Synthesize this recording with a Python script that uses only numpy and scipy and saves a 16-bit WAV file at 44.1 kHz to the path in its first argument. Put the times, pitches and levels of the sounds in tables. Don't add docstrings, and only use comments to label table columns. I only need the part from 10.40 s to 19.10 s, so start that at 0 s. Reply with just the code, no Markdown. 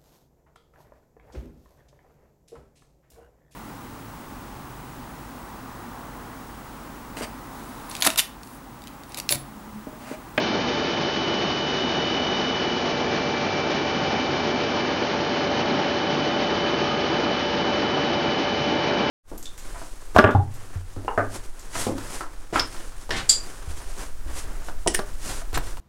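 import sys
import numpy as np
from scipy import signal
from scipy.fft import rfft, irfft
from scipy.io import wavfile

SR = 44100
rng = np.random.default_rng(int(sys.argv[2]) if len(sys.argv) > 2 else 0)


def pcm_store(signal):
    levels = np.round(np.clip(np.atleast_2d(signal), -1, 1) * 32767)
    wavfile.write(sys.argv[1], SR, levels.astype(np.int16).T)


N = 383669
TIME = np.arange(N) / SR

# f/Hz, density/(dB per Hz)
ROAR_SPECTRUM = [(26, -99), (46, -79), (75, -64), (115, -63), (165, -57), (250, -53), (380, -53.5),
                 (470, -54.5), (515, -58.5), (700, -57), (860, -58.5), (950, -61), (1500, -64.5),
                 (3000, -83)]
HISS_SPECTRUM = [(400, -79), (1500, -67.5), (3000, -68.5), (4000, -70.5), (5000, -72.5), (5750, -75),
                 (6350, -82), (6800, -87.5), (7100, -100)]
# f/Hz, width/Hz, base peak density/(dB per Hz)
HOUSING_MODES = [(144.5, 14, -54), (336.7, 30, -52.5), (384, 14, -56), (254.4, 13, -56), (197, 13, -57),
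                 (1732, 80, -66), (2324, 200, -68.5), (2447, 30, -68), (2990, 160, -68.5)]
# before/dB, after/dB
AIR_RIDES = [(-1, 0.5), (-0.5, 1), (0.94, -3.8)]
# t/s, half width/s, gain/dB
ROAR_SWELLS = [(.77, .05, -2), (1.05, .05, 1.2), (1.23, .08, -1.6), (3.75, .04, 1.8), (5.3, .13, 1.7),
               (6.25, .12, 1.2), (6.78, .08, 1.3), (7.06, .07, -2.8), (7.55, .13, 1), (8.17, .12, -1.2),
               (8.55, .1, 1)]

# multiple of the shaft speed, level/dB
SHAFT_HUM = [(2, -60), (3, -52), (4, -49), (6, -50.5), (10, -42.5), (14, -48), (16, -46), (20, -48),
             (48, -54)]
# f/Hz, level/dB
FAINT_DRIVE_TONES = [(826.3, -49.5), (932.5, -54), (1083.4, -52), (1440, -55), (1722.7, -56), (1773, -56),
                     (2226.7, -56), (2378.7, -58), (2421, -58), (2666, -59), (2872, -60), (3073, -60),
                     (3627, -59), (4000.5, -60), (4180, -63), (4400, -63), (4440, -63), (4480, -59),
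                     (4520, -63), (4560, -61), (6000, -68)]
# (t/s, level/dB)
CLEAR_DRIVE_TONES = [ (1649.3, [(1.3, -51), (3.4, -60), (4, -50), (6.8, -46.5), (8.5, -49)]),
                     (2106.9, [(1.4, -54), (4.4, -51.5), (5.4, -48.5), (8, -47)]), (3849, [(2.1, -56),
                     (4.5, -68), (5.5, -53), (6.4, -62), (7.4, -51), (8.5, -48.5)]), (4150.5, [(0.2, -49.5),
                     (0.85, -52), (1.3, -63), (4.2, -60), (4.8, -50), (5.6, -59)]), (4600, [(0.4, -52),
                     (2.4, -67), (3.6, -54), (5.3, -62), (6.7, -53), (8.5, -59)])]
# (t/s, level/dB)
MESH_TONES = [ (580.8, [(0.2, -40.5), (0.8, -44), (2.2, -42.5), (2.6, -39), (4.2, -37.5), (5.5, -33.7),
              (8.7, -33)]), (587.5, [(1.4, -44), (8.7, -47)]), (774.5, [(1.9, -44.5), (3.2, -38.3),
              (3.9, -38), (4.5, -40.5), (5.7, -39), (7.2, -41), (8, -39.5)]), (874.6, [(0, -49), (1.8, -47),
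              (2.7, -42), (3.7, -42), (4.4, -38.5), (5.1, -40), (8.7, -39.7)]), (883.5, [(0.4, -44),
              (7.6, -48)])]

# t/s, level/dB
CARRIER_ENVELOPE = [(0, -45), (0.7, -38.7), (1.1, -38), (1.35, -39.5), (1.7, -35.7), (2.15, -36),
                    (2.5, -43), (2.85, -43.5), (3.3, -51), (3.6, -42), (4.2, -48), (4.4, -42), (4.7, -45.5),
                    (5, -40.5), (5.4, -40.5), (5.85, -37.3), (6.25, -36.3), (6.5, -37.8), (8.05, -35.8),
                    (8.7, -41)]
NEAR_LOW_ENVELOPE = [(0, -46), (0.35, -45), (0.9, -36), (1.8, -33.7), (2.35, -36.5), (2.9, -52),
                     (3.45, -41), (4.4, -46), (4.9, -53), (5.7, -47), (6.2, -58), (6.8, -46), (8.1, -43),
                     (8.7, -39.5)]
NEAR_HIGH_ENVELOPE = [(1.1, -41), (1.5, -48.5), (2.2, -52), (2.9, -47), (3.3, -48), (3.7, -43.3),
                      (4.6, -45.5), (5.3, -43), (5.8, -46), (6.2, -41.3), (7, -47), (7.6, -47),
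                      (8.3, -40.5)]
# t/s, level/dB
FAR_LOW_ENVELOPE = [(0.15, -44), (0.6, -49), (1.25, -57), (1.75, -43), (2.05, -47.5), (2.6, -41.5),
                    (3.15, -37.3), (3.6, -41), (3.9, -39.3), (4.4, -42), (4.7, -51), (5.7, -52), (7.4, -48),
                    (8.55, -41.5)]
FAR_HIGH_ENVELOPE = [(0, -45), (0.9, -46), (1.8, -41.5), (2.15, -45), (2.4, -58), (3.3, -56), (4, -47.5),
                     (4.7, -58), (6.3, -54), (7.3, -64)]
# t/s, throb (0 = smooth warble, 1 = full throb)
WHINE_THROB = [(1.35, .07), (1.9, .75), (3.5, .8), (3.8, .05), (4.6, .3), (5.1, .9), (6.3, 1), (6.7, .2),
               (8.1, .45), (8.6, .1)]


def amp(db):
    return 10 ** (np.asarray(db) / 20)


def spectrum_gain(points, hz):
    f, db = np.transpose(points)
    return amp(np.interp(np.log(hz + 1), np.log(f + 1), db))


def envelope(points):
    return np.interp(TIME, *np.transpose(points))


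def drift(top_hz):
    t = np.linspace(0, N / SR, 2000)
    rates = top_hz * np.geomspace(.1, 1, 24)
    wander = sum(np.sin(2 * np.pi * (hz * t + rng.random())) for hz in rates)
    return np.interp(TIME, t, wander / np.sqrt(np.mean(wander ** 2)))


def panned(before, after, middle_s=5.2, length_s=7.3):
    progress = np.clip((TIME - middle_s) / length_s + .5, 0, 1)
    return before + (after - before) * np.sin(np.pi / 2 * progress) ** 2


def noise(density):
    hz = np.fft.rfftfreq(N, 1 / SR)
    return irfft(rfft(rng.standard_normal(N)) * density(hz) * np.sqrt(SR / 2), N)


def tone(hz, db, sway_rad, flutter):
    phase = 2 * np.pi * (hz * TIME + rng.random()) + sway_rad * drift(0.806)
    return np.sqrt(2) * amp(db) * (1 + flutter * drift(12)) * np.sin(phase)


def fans(churn_db=0.12, flicker_db=0.87, pulse_hz=7, pulse_db=0.34, treble_hz=4700):
    roar_db, hiss_db, treble_db = [panned(before, after) for before, after in AIR_RIDES]
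    swell_db = sum(db * np.exp(-((TIME - s) / width) ** 2) for s, width, db in ROAR_SWELLS)
    roar = noise(lambda hz: spectrum_gain(ROAR_SPECTRUM, hz) / (1 + (hz / 4000) ** 4))
    ring = noise(lambda hz: sum(amp(db) / (1 + (2 * (hz - f) / width) ** 2)
                                for f, width, db in HOUSING_MODES))
    body = (roar + ring) * amp(roar_db + swell_db + churn_db * drift(14))
    hiss = noise(lambda hz: spectrum_gain(HISS_SPECTRUM, hz))
    treble = signal.sosfiltfilt(signal.butter(2, treble_hz, "high", fs=SR, output="sos"), hiss)
    hiss += (amp(treble_db) - 1) * treble
    hiss *= amp(hiss_db + flicker_db * drift(30))
    pulse = np.sin(2 * np.pi * pulse_hz * TIME + drift(.8))
    return (body + hiss) * amp(pulse_db * pulse)


def motors(shaft_hz=24.2, sway_rad=0.94, flutter=0.12, fade_db=2.0):
    partials = [(order * shaft_hz, db) for order, db in SHAFT_HUM] + FAINT_DRIVE_TONES
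    hum = sum(tone(hz, db + fade_db * drift(1.2), sway_rad, flutter) for hz, db in partials)
    singing = sum(tone(hz, envelope(level), sway_rad, flutter) for hz, level in CLEAR_DRIVE_TONES)
    return hum + singing


def gearboxes(sway_rad=0.4, flutter=0.058, fade_db=0.5):
    return sum(tone(hz, envelope(level) + fade_db * drift(1.2), sway_rad, flutter)
               for hz, level in MESH_TONES)


def inverter(carrier_hz=3000, near_hz=40, far_hz=2000 / 3, sway_rad=0.27):
    partials = [(-near_hz, NEAR_LOW_ENVELOPE), (0, CARRIER_ENVELOPE), (near_hz, NEAR_HIGH_ENVELOPE),
                (-far_hz, FAR_LOW_ENVELOPE), (far_hz, FAR_HIGH_ENVELOPE)]
    sideband_shift = np.pi / 2 * (1 - envelope(WHINE_THROB))
    path_phase = sway_rad * drift(.8)
    whine = np.zeros(N)
    for offset_hz, level in partials:
        shift = sideband_shift if offset_hz else 0
        phase = 2 * np.pi * (carrier_hz + offset_hz) * TIME + shift + path_phase
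        whine += np.sqrt(2) * amp(envelope(level)) * np.sin(phase)
    return whine


def squeal(start_s=6.2, attack_s=0.27, decay_s=0.38, peak_db=-36.5,
           settled_hz=1230, slide_hz=150, waver_hz=7):
    age = TIME - start_s
    attack = np.clip(age / attack_s, 0, 1)
    tail = np.exp(-np.maximum(age - attack_s, 0) / decay_s)
    hz = settled_hz + slide_hz * (1 - attack) ** 2 + waver_hz * drift(30)
    phase = 2 * np.pi * np.cumsum(hz) / SR
    return np.sqrt(2) * amp(peak_db) * attack ** 2 * tail * np.sin(phase)


def scene():
    return (fans() + motors() + gearboxes() + inverter() + squeal())[None]


def record(dry):
    lowpass = signal.firwin(1023, cutoff=7130, window=("kaiser", 9), fs=SR)
    return signal.oaconvolve(dry, lowpass[None], "same")


dry = scene()
out = record(dry)
pcm_store(out)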